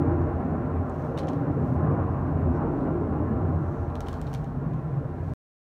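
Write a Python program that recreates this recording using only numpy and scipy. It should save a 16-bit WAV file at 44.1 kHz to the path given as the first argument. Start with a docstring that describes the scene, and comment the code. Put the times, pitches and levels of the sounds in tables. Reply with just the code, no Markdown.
"""Jets passing over a living room

Jets pass over a house and draw away. Their exhaust roar, dulled by the walls, booms at the pitches the
room favours and swells and fades with the churning air. Close by, someone moves: clothes brush, and
faint ticks crackle, mostly in two clusters. The sound stops dead when the recorder is switched off."""
import sys
import numpy as np
from scipy import signal
from scipy.fft import rfft, irfft
from scipy.io import wavfile
from scipy.ndimage import uniform_filter1d

SR = 44100
rng = np.random.default_rng(int(sys.argv[2]) if len(sys.argv) > 2 else 0)


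def wav_out(sig):
    """Save sig, one row per channel (or a flat mono array), as 16-bit PCM at SR to the path in sys.argv[1]."""
    wavfile.write(sys.argv[1], SR, np.round(np.clip(np.atleast_2d(sig).T, -1, 1) * 32767).astype(np.int16))


N = 247160
TIME = np.arange(N) / SR
FREQ = np.maximum(np.fft.rfftfreq(N, 1 / SR), 1)

# pitches at which the room and window panes ring: (pitch [Hz], width [Hz], lift [dB])
ROOM_MODES = [(85.7, 9, 15.5), (133.4, 9.2, 3.5), (155, 11, 10), (254.7, 7.4, 9.5), (281.9, 4.4, 8.5),
              (312.6, 13, 6.5), (346.8, 7.1, 9), (456.7, 12, 6.5), (609.6, 30, 4), (804, 42, 5.5),
              (1006, 29, 2.5), (1077, 120, 3.5), (1190, 11, 2), (1367, 50, 6)]
# pitches that cancel out where the microphone stands: (pitch [Hz], width [Hz], dip [dB])
ROOM_NODES = [(108, 14, -3.5), (177, 35, -6), (330, 24, -5.5), (497, 21, -5.5), (863, 110, -5.5)]
# the tone of a tick's snap: (pitch [Hz], relative level [dB])
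SNAP = [(500, -8), (1500, 9.5), (2500, 3.5), (3700, -0.5), (5700, -1.5), (7500, -7.5), (9300, -7.5),
        (11600, -10), (15000, -19.5)]


def undb(db):
    """Turn decibels into a number to multiply by (a gain)."""
    return 10 ** (np.asarray(db) / 20)


def curve(table):
    """Join (time, level) points with straight lines, giving one level per sample."""
    times, levels = np.transpose(table)
    return np.interp(TIME, times, levels)


def colour(points, freq=FREQ):
    """Join (pitch, level) points into a gain for each frequency."""
    hz, db = np.transpose(points)
    return undb(np.interp(np.log(freq), np.log(hz), db))


def resonances(table):
    """Turn (pitch, width, height) peaks and dips into a gain for each frequency."""
    return undb(sum(db / (1 + (2 * (FREQ - hz) / width) ** 2) for hz, width, db in table))


def noise(gain):
    """Noise shaped by a gain for each frequency, scaled to an average strength (rms) of 1."""
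    shaped = irfft(rfft(rng.standard_normal(N)) * gain, N)
    return shaped / np.sqrt(np.mean(shaped ** 2))


def walk(rate):
    """A smooth random wobble of typical size 1, up to about `rate` swings a second."""
    return noise(np.exp(-(FREQ / rate) ** 2))


def steady(x, span_s):
    """Even out the slow swells of a noise, leaving its fast grain."""
    local_power = uniform_filter1d(x ** 2, max(int(span_s * SR), 2))
    return x / np.sqrt(local_power + 1e-9)


def swell(peak_s, rise_s, fall_s):
    """A smooth bump of height 1 that tops out at peak_s."""
    return np.exp(-((TIME - peak_s) / np.where(TIME < peak_s, rise_s, fall_s)) ** 2)


def jet_band_levels(recede_s=3.82, rasp_sink_db_per_s=3.5, rush_sink_db_per_s=0.47):
    """Levels in dB of the jets' eight bands, low to high; the treble sinks with distance."""
    # the deepest rumble: (time [s], level [dB])
    rumble = [(0, -44.5), (.22, -37), (.55, -43.5), (1.35, -47), (1.95, -42.5), (2.12, -39), (2.75, -38.5),
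              (3.3, -47), (4.0, -38), (4.65, -40.5), (5.33, -44.5)]
    # the boom around the room's lowest ringing pitch: (time [s], level [dB])
    boom = [(0, -28.5), (.24, -25.5), (.38, -32), (.6, -35.5), (.81, -26.5), (.95, -36.5), (1.5, -38),
            (1.85, -27.5), (2.25, -33.5), (2.53, -24.5), (2.63, -37), (2.92, -38.5), (3.12, -32),
            (3.5, -27), (3.75, -32.5), (3.86, -28), (4.0, -37), (4.42, -41), (4.85, -46.5), (5.26, -33)]
    # the drone an octave above it: (time [s], level [dB])
    drone = [(0, -29), (.07, -25.5), (.35, -38), (.57, -30), (.8, -40.5), (1.08, -31), (1.2, -35),
             (1.42, -29), (1.7, -27.5), (1.93, -25.5), (2.03, -32.5), (2.2, -30), (2.9, -32), (3.35, -33.5),
             (3.56, -28.5), (3.78, -35), (4.16, -41), (4.3, -30.5), (4.5, -34), (4.73, -27.5), (4.84, -33),
             (4.98, -26), (5.13, -38.5), (5.33, -31)]
    # the low roar, which thins out and fills in on its own: (time [s], level [dB])
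    low_roar = [(0, -56), (.2, -49), (.42, -32.5), (1.0, -42.5), (1.4, -45.5), (1.7, -31.5), (2.05, -34.5),
                (3.45, -36.5), (3.78, -43), (4.25, -43.5), (4.7, -40.5), (4.97, -50.5), (5.33, -41)]
    # the exhaust roar indoors, which the top four bands follow: (time [s], level [dB])
    roar = [(0, -26), (.15, -29), (.35, -32.5), (.6, -30.5), (1.0, -34), (1.35, -30.5), (1.95, -29.5),
            (2.15, -35.5), (2.5, -28), (2.85, -29.5), (3.1, -31), (3.42, -30), (3.62, -34), (4.42, -42),
            (4.62, -42), (5.05, -39.5), (5.33, -39.5)]
    # surges of rasp through the churning air: (time [s], lift [dB], fall time [s])
    surges = [(.03, 3, 0.52), (1.82, 4, 0.33), (2.618, 3.5, 0.089), (2.82, 2.5, 0.1)]
    roar_db, usual_db = curve(roar), -26
    excess_db = roar_db - usual_db
    surge_db = sum(db * swell(s, rise_s=0.02, fall_s=fall_s) for s, db, fall_s in surges)
    harshness_db = surge_db - rasp_sink_db_per_s * np.maximum(TIME - recede_s, 0)
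    middle = roar_db - 1.9  # this band's part of the whole roar
    upper = -36 + 0.48 * excess_db + harshness_db / 2
    rasp = -40 + 0.22 * excess_db + harshness_db
    # the air takes the highest part away first, right from the start
    rush = -54.5 + 0.25 * excess_db + surge_db / 2 - rush_sink_db_per_s * TIME
    return [curve(rumble), curve(boom), curve(drone), curve(low_roar), middle, upper, rasp, rush]


def ground_echo(x, share=0.43, lag_s=0.009, drift_s=0.001777, drift_rate=1.598):
    """Add a bounce off the ground; its delay wanders, so narrow swells drift through the roar."""
    position = (TIME - lag_s - drift_s * walk(drift_rate)) * SR
    return x + share * np.interp(position % N, np.arange(N), x)


def jets(top_flutter_db=0.8, flutter_rate=14):
    """Exhaust noise booms in the room; churning air on the way makes its upper parts flutter."""
    # borders between rumble, boom, drone, low, middle and upper roar, rasp and rush: (pitch [Hz])
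    edges_hz = [66, 108, 176, 240, 400, 720, 1600]
    # exhaust noise after air, roof and windows: (pitch [Hz], relative level [dB])
    through_walls = [(25, -45.5), (45, -15), (68, -10), (130, -2), (200, -6), (310, -12), (500, -13.5),
                     (800, -16.5), (1200, -25.5), (1600, -31), (2100, -42.5), (2850, -51), (3400, -70.5),
                     (8000, -104)]
    indoor_tone = colour(through_walls) * resonances(ROOM_MODES + ROOM_NODES)
    below_edge = [1 / (1 + (FREQ / hz) ** 20) for hz in edges_hz]
    # each band takes what lies between two neighbouring borders
    shares = np.abs(np.diff([np.zeros_like(FREQ), *below_edge, np.ones_like(FREQ)], axis=0))
    gust_db = 0.18 * walk(rate=23)
    out = 0
    for k, (share, level_db) in enumerate(zip(shares, jet_band_levels())):
        band = noise(indoor_tone * np.sqrt(share))
        if k > 3:  # only the four upper bands get the drifting ground echo
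            band = ground_echo(band)
        band = steady(band, span_s=0.13)
        # swirls of air scatter high pitches more than low ones
        flutter_db = k / len(edges_hz) * top_flutter_db * walk(flutter_rate)
        out = out + band * undb(level_db + flutter_db + gust_db)
    return out


def howls():
    """The roar turns hollow for a moment as a narrow band of exhaust noise rings in the room."""
    # hollow swells: (middle [s], length [s], pitch [Hz], width [Hz], peak level [dB])
    hollow_swells = [(0.1, 0.32, 334, 47, -29.5), (.19, 0.2, 348, 14, -37.5), (0.554, 0.1, 258, 12, -28.5),
                     (1.187, 0.34, 505, 70, -38), (1.267, 0.08, 790, 80, -37), (1.382, 0.28, 265, 25, -33),
                     (1.584, 0.069, 432, 45, -33), (1.917, 0.076, 464, 60, -33.5),
                     (1.997, 0.67, 1080, 140, -43), (2.637, 0.19, 860, 110, -38),
                     (2.79, 0.22, 283, 43, -30.5), (2.972, 0.09, 360, 18, -28.5),
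                     (3.033, 0.072, 419, 24, -36), (3.168, 0.15, 833, 64, -42),
                     (3.186, .16, 306, 18, -31.5), (3.305, 0.093, 1720, 110, -54),
                     (3.362, 0.17, 227, 25, -34.5), (4.618, 0.23, 245, 26, -38),
                     (4.715, .14, 332, 45, -38.5), (5.037, 0.043, 505, 60, -40)]
    room_tone = resonances(ROOM_MODES + ROOM_NODES)
    out = 0
    for s, length, hz, width, db in hollow_swells:
        focus = np.exp(-((FREQ - hz) / width) ** 2)
        band = steady(noise(room_tone * focus), span_s=0.031)
        out = out + band * undb(db) * swell(s, length / 2, length / 2)
    return out


def tick(hz, tilt_db, fade_s, ring_db, ring_sharpness=6, pivot_hz=5500):
    """A short snap that rings at one pitch, scaled so its loudest millisecond has strength 1."""
    t = np.arange(4096) / SR
    freq = np.maximum(np.fft.rfftfreq(len(t), 1 / SR), 1)
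    burst = rfft(rng.standard_normal(len(t)) * undb(-60 * t / fade_s))
    # a snap stirs all pitches about equally
    burst = burst / np.sqrt(uniform_filter1d(np.abs(burst) ** 2, size=110))
    ring = 1 + undb(ring_db) / (1 + 1j * ring_sharpness * (freq / hz - hz / freq))
    tilt = undb(tilt_db * np.log2(np.maximum(freq, 800) / pivot_hz))
    wave = irfft(burst * colour(SNAP, freq) * ring * tilt)[:len(t) // 2]
    return wave / np.sqrt(uniform_filter1d(wave ** 2, size=44).max())


def ticks(gain_db=-3, usual_fade_s=0.0098, usual_db=-40, doubling_db=21):
    """Faint ticks close by, each with its own size, pitch and sharpness; stronger ones last longer."""
    # ticks: (time [s], level before gain_db [dB], pitch [Hz], brightness [dB per octave], ring [dB])
    snaps = [(.22, -60, 5400, -3, 28), (0.897, -52.5, 7600, 1, 24), (1.174, -41, 3100, -2, 6),
             (1.177, -35.5, 3440, -3, 9), (1.1855, -38.5, 4300, 0.5, 0), (1.191, -32.5, 4340, -2, 4),
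             (1.2327, -44, 3900, -5, 6), (1.2724, -46, 6000, -2, 6), (1.2827, -38.5, 3080, -4, 6),
             (1.287, -39.5, 6650, -2.5, 11.5), (1.3336, -44.5, 5840, -3.5, 4), (3.901, -56, 3600, -4, 14),
             (3.9543, -43, 3730, 0.5, 6), (4.006, -36.5, 6200, 3, 2.5), (4.0645, -47, 6000, -3, 6),
             (4.0696, -43, 3400, -1, 12), (4.0850, -36, 3340, 1, 3), (4.1298, -40, 7200, 0, 0),
             (4.1404, -43, 5000, -3, 3), (4.215, -40.5, 7550, 2.5, 4), (4.2690, -45, 4100, -3, 14),
             (4.276, -47, 4000, -5, 11.5), (4.3312, -41, 5400, -1, -3), (4.3393, -38.5, 5970, 4.5, 2),
             (4.348, -36, 3000, -0.5, -7), (4.4438, -47.5, 6100, -2.5, 1), (4.735, -50, 3100, -10, 13)]
    out = np.zeros(N)
    for s, db, hz, tilt_db, ring_db in snaps:
        fade_s = usual_fade_s * 2 ** ((db - usual_db) / doubling_db)
        wave = tick(hz, tilt_db, fade_s, ring_db)
        start = int(s * SR)
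        out[start:start + len(wave)] += undb(db + gain_db) * wave
    return out


def room(x, wash_db=-7.5, fade_s=0.17, echo_s=0.0098, echo_db=-13):
    """A near surface throws back one echo; the furnished room scatters each tick into a short wash."""
    echo = undb(echo_db) * np.roll(x, int(echo_s * SR))
    decay = undb(-60 * TIME[:SR] / fade_s) ** 2
    lingering_energy = np.maximum(signal.fftconvolve(x ** 2, decay / decay.sum())[:N], 0)
    treble_cut = 1 / (1 + (FREQ / 10000) ** 2)
    bass_cut = np.minimum(FREQ / 3500, 1)
    wash = noise(colour(SNAP) * treble_cut * bass_cut)
    return x + echo + undb(wash_db) * wash * np.sqrt(lingering_energy)


def tick_ringing(x):
    """Every tick rings briefly at the same few high pitches."""
    # the ringing tones: (pitch [Hz], width [Hz], level against the snap [dB])
    tones = [(3005, 50, 0), (3220, 50, 2.5), (3700, 41, -1), (4085, 40, -0.5), (4500, 100, -5)]
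    rings = sum(undb(db) / (1 + 1j * hz / width * (FREQ / hz - hz / FREQ)) for hz, width, db in tones)
    return irfft(rfft(x) * (1 + rings), N)


def clothes(width_per_pitch=0.12):
    """Fibres catch and let go: each stroke is a soft, grainy brushing that swells and dies away."""
    # the tone of rubbing cloth: (pitch [Hz], relative level [dB])
    cloth = [(1000, -4), (3200, 2), (6500, -4.5), (10000, -9), (15000, -11.5)]
    # clothes and hair brush as the arm drops and the head lifts and turns:
    # (middle [s], length [s], peak level [dB], pitch [Hz], lift at that pitch [dB])
    strokes = [(1.017, 0.28, -69.5, 6000, 6), (1.292, 0.37, -72, 4020, 2), (1.691, .2, -70, 3600, -6),
               (2.565, .05, -70.5, 5580, 10), (2.806, .16, -73.5, 4000, 6), (3.762, 0.38, -73, 6160, 7.5),
               (4.105, 0.2, -64, 4400, 5), (4.315, 0.3, -66, 5500, 2), (5.3, 0.23, -71.5, 6000, 3)]
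    grain_db = 1.2 * walk(rate=200)
    out = 0
    for s, length, db, hz, lift_db in strokes:
        focus = undb(lift_db / (1 + ((FREQ / hz - 1) / width_per_pitch) ** 2))
        brushing = noise(colour(cloth) * focus)
        out = out + brushing * undb(db) * swell(s, length / 2, length / 2)
    return out * undb(grain_db)


def scene():
    """Jets outside and small movements inside, mixed into one channel."""
    return (jets() + tick_ringing(room(ticks())) + clothes() + howls())[None]


def record(dry, hiss_db=-67.5, stop_s=5.3366, top_hz=15700):
    """A faint hiss of the room fills the background and the microphone weakens two pitches; the recorder stops
    dead and cuts the top treble."""
    # the tone of the room's faint hiss: (pitch [Hz], relative level [dB])
    hiss_tone = [(1000, 8), (4200, -0.5), (5700, -4), (7500, -7.5), (9500, -8), (11500, -11),
                 (15500, -12.5)]
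    # narrow ranges the microphone picks up less well: (pitch [Hz], width [Hz], dip [dB])
    mic_dips = [(4840, 380, -5), (10370, 550, -5.5)]
    sound = dry + undb(hiss_db) * noise(colour(hiss_tone))
    sound = irfft(rfft(sound) * resonances(mic_dips), N)
    treble_cut = signal.ellip(10, 0.1, 80, top_hz, fs=SR, output="sos")
    return signal.sosfilt(treble_cut, sound * (TIME < stop_s))


dry = scene()
out = record(dry)
wav_out(out)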